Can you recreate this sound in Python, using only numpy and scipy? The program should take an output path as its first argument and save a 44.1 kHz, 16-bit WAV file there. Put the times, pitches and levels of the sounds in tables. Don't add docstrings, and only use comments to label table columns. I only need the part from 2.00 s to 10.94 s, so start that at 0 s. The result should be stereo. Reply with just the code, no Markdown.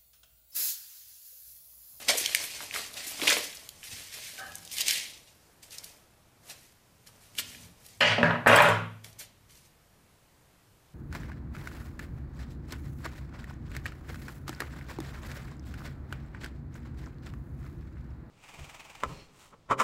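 import sys
import numpy as np
from scipy import signal
from scipy.fft import rfft, irfft, next_fast_len
from scipy.io import wavfile
from scipy.ndimage import uniform_filter1d

SR = 44100
rng = np.random.default_rng(int(sys.argv[2]) if len(sys.argv) > 2 else 0)


def ratio(d):
    e = np.asarray(d, float) / 20
    return 10 ** e


def put_to_file(sound):
    columns = np.atleast_2d(sound).T
    safe = np.clip(columns, -1, 1)
    whole_steps = np.round(safe * 32767)
    wavfile.write(sys.argv[1], SR, whole_steps.astype(np.int16))


N = 394244


def evened(x):
    return x / np.sqrt(np.mean(x ** 2) + 1e-20)


def filtered(x, order, hz, kind="low"):
    return signal.sosfilt(signal.butter(order, hz, kind, fs=SR, output="sos"), x)


def filtered_both_ways(x, order, hz):
    return signal.sosfiltfilt(signal.butter(order, hz, "high", fs=SR, output="sos"), x)


def read(points, hz):
    f, value = np.transpose(points)
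    return np.interp(np.log(hz + 1), np.log(f + 1), value)


def add(mix, s, sound, pan_db=0):
    part = mix[:, max(round(s * SR), 0):][:, :len(sound)]
    gains = ratio(np.array([[.5], [-.5]]) * pan_db)
    part += (gains * sound)[:, :part.shape[1]]


def ring(x, hz, width):
    pole = np.exp((2j * np.pi * hz - np.pi * width) / SR)
    gain = 2 * (1 - abs(pole))
    return gain * signal.lfilter([1, -pole.real], [1, -2 * pole.real, abs(pole) ** 2], x)


def body(x, modes):
    return evened(sum(ratio(db) * evened(ring(ring(x, hz, w), hz, w)) for hz, w, db in modes))


def colour(x, points):
    size = next_fast_len(len(x))
    gains = ratio(read(points, np.fft.rfftfreq(size, 1 / SR)))
    return evened(irfft(rfft(x, size) * gains, size)[:len(x)])


def grains(length, per_s, spread_db):
    size = ratio(spread_db * np.minimum(rng.exponential(1, length), 5))
    return size * rng.standard_normal(length) * (rng.random(length) < per_s / SR)


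def wandering(shape, bins, frames):
    noise = rng.standard_normal(shape)
    return evened(uniform_filter1d(uniform_filter1d(noise, bins, 0), frames, 1))


def mottle(x, depth_db, bins, frames):
    z = signal.stft(x, nperseg=256)[2]
    return signal.istft(z * ratio(depth_db * wandering(z.shape, bins, frames)), nperseg=256)[1][:len(x)]


def swells(rows):
    t = np.arange(0, N / SR + .002, .001)
    s, db, rise, hold, fall = np.transpose(rows)[:, :, None]
    before = np.maximum(s - t, 0) / np.maximum(rise, .001)
    after = np.maximum(t - s - hold, 0) / np.maximum(fall, .001)
    power = (ratio(db - 20 * (before + after)) ** 2).sum(0)
    return np.interp(np.arange(N) / SR, t, 10 * np.log10(power + 1e-14))


# time in seconds, left over right in dB.
HAND_PAN = [
    (0.0, 0.5),
    (0.32, 2),
    (0.86, 1),
    (1.75, 3),
    (2.6, 1),
    (5.7, -1),
    (5.85, 7.5),
    (6.1, -3),
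    (7.75, 0),
]
# frequency in Hz, level in dB per Hz.
FOAM_COLOUR = [(710, -35), (1300, -16), (1940, -2.5), (2700, -2.5), (4560, -3.5), (7000, -12),
               (9100, -13.5), (15400, -41)]
# frequency in Hz, level in dB per Hz.
FIZZ_COLOUR = [(3240, -30), (5500, -11), (5900, -9.5), (13000, -9), (15000, -12), (15500, -12.5)]
# frequency in Hz, width in Hz, level in dB.
RUB_BODY = [(315.7, 200, -16.5), (586, 506, -4), (930, 1500, -1)]
# start in seconds, scratch in dB, rise, hold and fall in seconds.
SAWING_STROKES = [(0, -42.5, .01, 0.012, 0.304), (.086, -19.5, .006, 0.014, 0.048),
                  (.14, -32.5, .03, .03, .06), (.215, -33.5, .05, .04, .1), (.3, -36, 0.11, 0.09, 0.19),
                  (.45, -41.5, 0.16, 0.18, 0.17), (.74, -33.5, 0.018, 0.043, 0.15),
                  (.965, -41, 0.018, .01, .1), (.985, -38.5, .04, .02, .2), (1.07, -42, 0.045, 0.15, 0.26),
                  (1.21, -32.5, .015, 0.027, .1), (1.25, -31.5, .04, .02, .03),
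                  (1.274, -24, 0.008, 0.064, 0.024), (1.33, -30.5, 0.017, 0.019, 0.2),
                  (1.55, -50, 0.13, 0.008, 0.3)]
# start in seconds, scratch in dB, rise, hold and fall in seconds.
PRYING_PUSHES = [
    (1.84, -42, 0.01, 0.015, 0.074),
    (1.925, -43, 0.11, 0.036, 0.48),
    (2.128, -41.5, 0.012, 0.036, 0.17),
    (2.242, -43, 0.1, 0.028, 0.29),
    (2.396, -43, 0.1, .005, 0.024),
    (2.45, -54, .05, 0.11, 1),
]
# start in seconds, scratch in dB, rise, hold and fall in seconds.
TEARING_PULLS = [
    (2.71, -44.5, 0.015, .03, .15),
    (2.791, -31.5, 0.082, 0.024, .03),
    (2.8, -34, .01, .01, 0.09),
    (2.865, -27.5, 0.03, 0.065, 0.18),
    (2.957, -33.5, 0.037, 0.011, 0.12),
    (3.274, -57, 0.013, 0.0089, 0.052),
]
# start in seconds, scratch in dB, rise, hold and fall in seconds.
HANDLING_TOUCHES = [(3.63, -53, 0.0061, 0.0057, 0.073), (3.721, -47.5, 0.024, 0.032, 0.021),
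                    (3.771, -51, 0.017, 0.0053, 0.083), (3.837, -48.5, 0.015, 0.01, 0.14),
                    (4.508, -43, 0.056, 0.0042, 0.042), (4.571, -61, .05, 0.081, 0.16),
                    (5.07, -53.5, 0.012, .005, 0.039), (5.23, -62.5, 0.36, 0.052, 0.08),
                    (5.388, -27.5, 0.016, 0.012, 0.012), (5.5, -49, 0.21, 0.028, 0.2),
                    (5.628, -51.5, 0.015, 0.005, 0.054), (5.867, -56, 0.12, 0.0075, 0.24),
                    (7.044, -50.5, 0.01, 0.0043, 0.1), (7.196, -45, 0.013, 0.028, 0.04),
                    (7.5, -60.5, 0.016, 0.02, 0.09), (7.561, -60.5, 0.071, 0.011, 0.11),
                    (7.649, -62.5, 0.04, 0.01, 0.063)]
# start in seconds, rub in dB, rise, hold and fall in seconds.
PALM_SQUEEZES = [(0, -50.5, .01, 0.076, .2), (.09, -28, 0.019, 0.017, 0.043), (.26, -52, 0.27, 0.034, 0.36),
                 (.42, -44, 0.25, 0.011, 0.032), (.62, -48, 0.23, 0.018, 0.12),
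                 (.745, -40.5, 0.035, 0.038, 0.09), (.987, -47.5, 0.23, 0.007, 0.076),
                 (1.1, -51, 0.33, 0.049, .1), (1.21, -36, 0.035, 0.059, 0.12),
                 (1.285, -29, 0.046, 0.0033, 0.022), (1.37, -34.5, 0.044, 0.0073, 0.063),
                 (1.58, -55.5, .15, 0.044, 0.089), (1.95, -57.5, 0.68, 0.026, 1),
                 (2.187, -44, 0.056, 0.0027, 0.0071), (2.42, -51.5, 0.23, 0.046, 0.26),
                 (2.82, -48.5, 0.19, 0.076, 0.34), (3.78, -59.5, 0.62, 0.064, 0.61),
                 (4.508, -50.5, 0.09, 0.0083, 0.077), (5.075, -62, 0.04, .01, 0.43),
                 (5.39, -41, 0.0089, 0.005, 0.01), (5.53, -59.5, 0.61, 0.033, 0.64),
                 (7.045, -54, .02, .01, 0.1), (7.21, -55, 0.095, 0.0074, 0.042)]
# start in seconds, fizz in dB, rise, hold and fall in seconds.
EDGE_SKIDS = [(0.172, -27.5, .002, .006, .05), (0.178, -36, .003, .004, .02), (.44, -37, .02, .003, .03),
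              (0.934, -51.5, .002, .002, .01), (0.935, -48, .006, .003, .012),
              (1.069, -39, .002, .006, .06), (1.11, -48.5, .004, .006, .03),
              (1.3, -32, .003, 0.005, 0.0098), (1.335, -45, 0.0036, 0.0032, 0.0077),
              (1.374, -39, .002, .004, 0.019), (1.441, -44, .01, .008, 0.013),
              (1.55, -45, .003, 0.0037, .008), (0.636, -52, .01, .004, .02), (2.715, -44, .002, .01, .06),
              (2.737, -44, .003, 0.0039, .02), (7.19, -45, .002, 0.0026, .02)]
FIZZ_SHARE_DB = (-6.5, -6, -12.5, -4)
FIZZ_TILT = (-0.36, -0.24, 0.2, -0.16)


def foam():
    out = np.zeros((2, N))
    gestures = SAWING_STROKES, PRYING_PUSHES, TEARING_PULLS, HANDLING_TOUCHES
    levels_db = [swells(rows) for rows in gestures]
    saw, pry, split, handle = (ratio(db) for db in levels_db)
    fizz = ratio(swells(EDGE_SKIDS))
    for db, share_db, slope in zip(levels_db, FIZZ_SHARE_DB, FIZZ_TILT):
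        fizz = fizz + ratio(db + share_db + slope * (db + 40.5))
    clumps = ratio(1.1 * evened(uniform_filter1d(rng.standard_normal(N), 300)))
    tear = mottle(grains(N, 16000, 0.3) * clumps, 1.2, 30, 3)
    scratch = colour(tear, FOAM_COLOUR)
    thin = filtered(scratch, 4, 1600, "high")
    rub = body(grains(N, 900, 1.5) * clumps, RUB_BODY)
    sound = (saw + pry + handle) * scratch + split * thin
    sound = sound + ratio(swells(PALM_SQUEEZES)) * rub + ratio(2.0) * fizz * colour(tear, FIZZ_COLOUR)
    add(out, 0, ratio(-5.0) * sound, np.interp(np.arange(N) / SR, *np.transpose(HAND_PAN)))
    return out


# frequency in Hz, level in dB per Hz.
HUSH_COLOUR = [(15, -41.5), (30, -14.5), (117, -5), (160, -9.5), (350, -13.5), (800, -19), (15000, -36),
               (16000, -52)]
# frequency in Hz, left-right likeness from -1 to 1.
HUSH_LIKENESS = [(60, 0.45), (240, -0.71), (950, -0.33), (3770, -0.24), (15000, 0.69)]


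def hush():
    level_db = -58
    frames, hz = N // 256 + 5, np.fft.rfftfreq(1024, 1 / SR)
    a, b, c, d = rng.standard_normal((4, len(hz), frames))
    same, left = np.clip(read(HUSH_LIKENESS, hz), -1, 1)[:, None], a + 1j * b
    z = np.array([left, same * left + np.sqrt(1 - same ** 2) * (c + 1j * d)])
    z *= ratio(read(HUSH_COLOUR, hz)[:, None] + 0.8 * wandering(a.shape, 8, 20))
    return ratio(level_db) * evened(signal.istft(z, nperseg=1024, noverlap=768)[1][:, :N])


# start in seconds, peak in dB, thud in Hz.
FRUIT_THUDS = [(.084, -34.5, 330), (.095, -16, 695), (.112, -25, 600), (.14, -24.5, 680),
               (.152, -25.5, 520), (0.211, -34.5, 377), (.27, -53, 668), (.293, -37, 608),
               (0.375, -44, 514), (0.606, -36, 890), (0.761, -22, 1230), (.785, -37, 520),
               (1.07, -42.5, 315), (1.116, -36.5, 610), (1.198, -40, 400), (1.223, -24.5, 300),
               (1.234, -33, 400), (1.275, -26.5, 368), (1.29, -33, 397), (1.313, -27, 543),
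               (1.325, -19, 570), (1.342, -26.5, 550), (1.368, -19.5, 557)]


def thuds():
    width_hz, t60_s = 200, 0.018
    out, t = np.zeros((2, N)), np.arange(3000) / SR
    for s, db, hz in FRUIT_THUDS:
        push = rng.standard_normal(len(t)) * ratio(-60 * t / t60_s) + 8.0 * (t == 0)
        thud = body(push, [(hz, width_hz * hz / 500, 0), (1.5 * hz, 2 * width_hz, -12)])
        add(out, s, ratio(db - 4.0) * thud / abs(thud).max(), np.interp(s, *np.transpose(HAND_PAN)))
    return out


# start in seconds, peak in dB, ring in Hz,
# relative treble in dB.
BEAD_SNAPS = [(0.0907, -9.5, 4020, -20), (0.1, -17, 2100, -14), (0.44, -21, 2200, 1),
              (0.9406, -31.5, 4000, -12), (0.605, -30.5, 1250, -20), (1.528, -35, 3000, -20),
              (1.2255, -25.5, 2600, -15), (0.7515, -26.5, 1660, -19), (0.7616, -26.5, 2000, -13.5),
              (.8635, -33, 6000, -10), (0.357, -20, 6500, -5), (.3712, -22, 5000, -3),
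              (0.451, -27, 7000, -10), (1.198, -25, 2750, -6), (1.0675, -30, 5530, 4.5),
              (1.2163, -17.5, 2500, -31), (1.233, -21, 2700, -11), (1.2735, -10.5, 2100, -22),
              (1.278, -6, 2350, -11), (1.2811, -11, 2300, -8), (1.293, -10, 2800, -19),
              (1.301, -10.5, 1770, 3.5), (1.307, -12.5, 1700, -23.5), (1.32, -14, 1810, -23),
              (1.368, -18.5, 2200, -27), (1.571, -31, 4600, -25),
              (1.831, -31, 2240, -20), (2.38, -32, 2400, -20), (2.784, -16.5, 3500, 9),
                (2.8158, -15.5, 4020, -4), (2.89, -17, 4030, -8), (2.52, -35.5, 3050, -6),
                (2.465, -40, 4000, 5), (2.583, -34, 5300, 15), (2.651, -29.5, 4970, 6),
                (2.715, -29, 3350, -6), (3.629, -41, 4750, -3), (3.708, -38, 4700, -19),
                (3.7839, -23.5, 5130, -12), (3.843, -26.5, 4300, 23), (4.4986, -32.5, 4380, -15),
                (5.0722, -38.5, 4800, -29), (5.352, -35, 2380, 10), (5.3858, -17, 2610, -16),
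                (5.5485, -34.5, 2150, -15), (5.864, -33.5, 5300, 36), (7.045, -31, 2410, 0),
                (7.129, -41, 4400, 12), (7.497, -48, 2680, 2), (7.5542, -47, 5000, -15)]
# start in seconds, peak in dB, ring in Hz, relative treble in dB, t60 of splinters in seconds.
SHARP_CRACKS = [(.2607, -8, 3170, -6, .011), (.3488, -3.5, 2300, -2, .011), (.7108, -24, 2200, -13, .008),
                (.7412, -20, 2400, -20, .006), (1.6908, -23, 3600, 2, .008), (2.5545, -24, 6500, 0, .01),
                (2.6765, -30, 3600, -4, .008), (2.8075, -24, 900, 8, .01), (2.8077, -11, 3400, 4, .012),
                (2.8098, -12, 5200, 0, .01), (2.883, -3, 2800, 8, .008), (2.9088, -10, 2500, 6, .014),
                (2.9105, -14, 5000, 0, .01)]


def snaps():
    splinter_t60_s = .02
    lead = 40
    out, t = np.zeros((2, N)), np.arange(1500) / SR
    beads = [(*row, splinter_t60_s) for row in BEAD_SNAPS]
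    for s, db, hz, treble_db, t60 in [*SHARP_CRACKS, *beads]:
        burst = rng.standard_normal(len(t)) * ratio(-60 * t / max(t60, .003)) + 4.0 * (t == 0)
        burst = filtered_both_ways(np.pad(burst, (lead, 0)), 3, .7 * hz)
        low = ring(ring(burst, hz, .7 * hz), hz, .7 * hz)
        high = filtered(burst, 1, 9000)
        sound = low / abs(low).max() + ratio(treble_db + 7) * high / abs(high).max()
        pan_db = np.interp(s, *np.transpose(HAND_PAN))
        add(out, s - lead / SR, ratio(db) * sound / abs(sound).max(), pan_db)
    return out


# frequency in Hz, width in Hz, level in dB.
TABLE_BOOM = [(128.3, 13, -2.5), (169, 14, -4), (239.6, 16, -8)]
# start in seconds, level in dB, rise, hold and fall in seconds.
TABLE_BUMPS = [
    (1.92, -51, 0.0087, 0.014, 0.04),
    (2.44, -62.5, 0.088, 0.035, 0.73),
    (5.38, -60, 0.063, 0.057, .2),
    (5.63, -56, 0.58, 0.019, 0.15),
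    (5.92, -65.5, 0.096, 0.0084, 0.046),
]


def bumps():
    push = rng.standard_normal(N)
    sound = body(push, TABLE_BOOM) + 1.4 * body(push, [(85.5, 120, 9.0), (172.4, 180, -3.5)])
    return ratio(swells(TABLE_BUMPS) - 4.5) * sound * np.ones((2, 1))


# time in seconds, level in dB.
CREAK_LEVEL = [
    (2.372, -64),
    (2.39, -37),
    (2.41, -38),
    (2.445, -39),
    (2.48, -43.5),
    (2.52, -43.5),
    (2.58, -55),
    (2.61, -63),
    (2.7, -61),
]
# frequency in Hz, width in Hz, level in dB.
CREAK_MODES = [(773, 22, -3.5), (1660, 41, 0), (608, 61, -11.5), (1210, 25, -7.5), (1284, 40, -4.5),
               (1554, 75, 2.5), (1813, 30, -5), (3000, 80, -12)]
CREAK_DAMPING = (0.1, 14, 57, 58, 50, 45, 50, 30)


def creak():
    out = np.zeros((2, N))
    s, db = np.transpose(CREAK_LEVEL)
    at = np.arange(s[0], s[-1], 1 / SR)
    slips, t = grains(len(at), 4000, .6), np.arange(len(at)) / SR
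    sound = sum(ratio(mode[2] - 8.5 - fade * t) * body(slips, [mode])
                for mode, fade in zip(CREAK_MODES, CREAK_DAMPING))
    add(out, s[0], ratio(np.interp(at, s, db)) * sound)
    return out


# start in seconds, peak in dB, knock in Hz.
KNIFE_BLOWS = [(6.0062, -16, 2900), (6.182, -13, 560), (6.213, -18.5, 589), (6.230, -4, 1560),
               (6.232, -15, 742), (6.309, -15, 1574), (6.312, -20, 939), (6.357, -20, 1258),
               (6.4615, -14.5, 1476), (6.262, -17.5, 1314), (6.308, -14.5, 600), (6.342, -18.5, 555),
               (6.461, -12.5, 882), (6.469, -5.5, 561), (6.5, -9, 566), (6.502, -18, 1961),
               (6.524, -8.5, 1455), (6.527, -17, 2676), (6.53, -6.5, 610), (6.543, -4.5, 1440),
               (6.556, -11, 605), (6.564, -14, 2920), (6.586, -6, 1720), (6.603, -7, 936),
               (6.603, -7, 2400), (6.628, -13, 1300), (6.633, -12.5, 620), (6.645, -8.5, 1286),
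               (6.687, -9.5, 614), (6.721, -15, 1100)]
# start in seconds, peak above 5 kHz in dB.
BLADE_TICKS = [
    (6.004, -28.5),
    (6.228, -37.5),
    (6.475, -17.5),
    (6.481, -24.5),
    (6.5597, -7.5),
    (6.621, -16),
    (6.687, -21.5),
]
# frequency in Hz, width in Hz, level in dB.
BLADE_MODES = [(5170, 1100, -6), (7700, 640, 0.5), (9010, 400, -4), (10710, 1200, -2.5), (12100, 500, -3.5),
               (14000, 1200, -7.5)]


def knocks():
    out, t = np.zeros((2, N)), np.arange(12000) / SR
    for s, db, hz in KNIFE_BLOWS:
        burst = rng.standard_normal(len(t)) * ratio(-60 * t / .012) + 8.0 * (t == 0)
        burst = filtered(burst, 3, 4600)
        modes = [(hz, 360 + 0.062 * hz, 0), (1.5 * hz, 700, -12), (570, 90, -9), (950, 160, -17)]
        knock, thump = body(burst, modes), body(burst, TABLE_BOOM)
        sound = knock / abs(knock).max() + ratio(-25) * thump / abs(thump).max()
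        add(out, s, ratio(db - 3.0) * sound, -1.2)
    for s, db in BLADE_TICKS:
        tick = body(rng.standard_normal(1500) * ratio(-60 * t[:1500] / .014), BLADE_MODES)
        add(out, s, ratio(db - 7.0) * tick / abs(tick).max(), -1.2)
    return out


# start in seconds, chatter in seconds, handle in dB, wood in dB, boom in dB.
KNIFE_DROPS = [
    (6.006, 0.11, -18, -21, -29.5),
    (6.183, 0.01, -40, -28.5, -25.5),
    (6.23, 0.074, -24.5, -27.5, -27),
    (6.461, 0.0074, -20, -16.5, -30),
    (6.468, 0.23, -13, -18, -26.5),
]
BLADE_SHARE_DB = (-10, -10, -17, -29.5, -19.5)
LANDING_DB = (3.5, 4.5, 9, 6, -1.5)
DIE_AWAY = (81.1, 330, 199.8, 200)
# frequency in Hz, width in Hz, level in dB.
WOOD_MODES = [(310, 110, -17), (430, 120, -9), (550, 30, -1.5), (590, 45, -3), (655, 60, -5), (725, 70, -5),
              (820, 110, -5), (913, 50, -8), (955, 50, -8), (1015, 50, -10), (1090, 90, -9), (1240, 70, -8),
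              (1440, 100, -7)]
# frequency in Hz, level in dB per Hz.
KNIFE_COLOURS = [
    [(590, -42.5), (1150, -14), (1900, 3.5), (3050, -2), (3600, -13.5), (4640, -11.5), (8740, -30),
     (13000, -45.5)],
    [(590, -11.5), (1310, -0.5), (1820, 5), (2390, -13), (2770, -11), (3360, -30.5), (3870, -24.5),
     (13000, -52.5)],
    [(590, -23), (1000, -9), (1440, -7.5), (2990, -18), (4640, -28), (6680, -25), (9630, -26.5),
     (13000, -33)],
]


def knife():
    split_hz, impact_s, sag_db_per_s = 3600, .012, 30
    lead = 8000
    out, t = np.zeros((2, N)), np.arange(30000) / SR
    first, middle, last = KNIFE_COLOURS
    colours = [first, middle, middle, middle, last]
    for drop, blade_db, impact_db, points in zip(KNIFE_DROPS, BLADE_SHARE_DB, LANDING_DB, colours):
        s, busy_s, handle_db, wood_db, boom_db = drop
        chatter = grains(len(t) + lead, 6000, 1.1)
        chatter = mottle(chatter, 2.5, 2, 8)
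        upper = colour(chatter, points)
        handle, blade = [evened(filtered(upper, 4, split_hz, kind)) for kind in ("low", "high")]
        parts = body(chatter, TABLE_BOOM), body(chatter, WOOD_MODES), handle, blade
        levels_db = boom_db, wood_db, handle_db, handle_db + blade_db
        effort_db = impact_db * np.exp(-t / impact_s) - sag_db_per_s * np.minimum(t, busy_s)
        rest_s = np.maximum(t - busy_s, 0)
        sound = sum(ratio(db - 7.5 + effort_db - die * rest_s) * part[lead:]
                    for db, die, part in zip(levels_db, DIE_AWAY, parts))
        add(out, s, sound * np.minimum(t / .003, 1), -1.2)
    return out


# start in seconds, peak in dB, rise, hold and fall in seconds.
TABLE_HUMS = [
    (6.1, -31.5, 0.087, 0.033, .1),
    (6.27, -33.5, .04, 0.023, 0.2),
    (6.48, -28.5, .02, 0.075, .1),
    (6.701, -28, 0.037, 0.03, 0.27),
]


def hum():
    return ratio(swells(TABLE_HUMS)) * np.sin(2 * np.pi * 107.5 * np.arange(N) / SR)


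def scatter(x):
    shape = (3, 2, 1200)
    fade = ratio(-60 * np.arange(1200) / SR / .055)
    taps = rng.standard_normal(shape) * (rng.random(shape) < .3) * fade
    taps = filtered(taps, 1, 2500, "high")
    taps /= np.linalg.norm(taps, axis=2, keepdims=True)
    turn = np.pi * 13 * np.arange(N) / SR
    out = np.zeros((2, N))
    for k in range(3):
        share = np.sqrt(2 / 3) * np.cos(turn + k * np.pi / 3)
        out += signal.oaconvolve(x * share, taps[k], axes=1)[:, :N]
    return out


# frequency in Hz, t60 in seconds.
ROOM_T60 = [(150, 0.58), (700, 0.4), (3000, 0.49), (7000, .32), (12000, 0.14)]


def room(x):
    taps = np.zeros((2, SR))
    at = np.arange(200, SR - 20, 20) + rng.integers(0, 20, (2, (SR - 201) // 20))
    np.put_along_axis(taps, at, rng.choice([-1., 1.], at.shape), 1)
    hz, t, z = signal.stft(taps, SR, nperseg=256)
    same = 1 / (1 + (hz[:, None] / 900) ** 2)
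    z[1] = same * z[0] + np.sqrt(1 - same ** 2) * z[1]
    tail = signal.istft(z * ratio(-60 * t / read(ROOM_T60, hz)[:, None]), SR, nperseg=256)[1]
    return signal.fftconvolve(x.mean(0)[None], tail / np.linalg.norm(tail[0]), axes=1)[:, :N]


def scene():
    near = foam() + creak() + thuds()
    cracks = snaps()
    table = knocks() + knife() + bumps()
    aside = ratio(-11) * cracks
    early = scatter(ratio(-1) * (near + table) + aside)
    late = room(ratio(-7.5) * near + aside + ratio(-3.5) * table)
    sources = near + cracks + table + early + late + hum()
    return filtered(sources, 2, 65, "high") + hush()


def top_cut(x):
    return signal.sosfilt(signal.butter(12, 16340, fs=SR, output="sos"), x)


def record(dry):
    mid, side = dry.mean(0), (dry[0] - dry[1]) / 2
    side = filtered_both_ways(side, 1, 300)
    stereo = np.array([mid + side, mid - side])
    limited = signal.oaconvolve(stereo, signal.firwin(151, 15050, fs=SR)[None], "same")
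    return top_cut(limited)


dry = scene()
out = record(dry)
put_to_file(out)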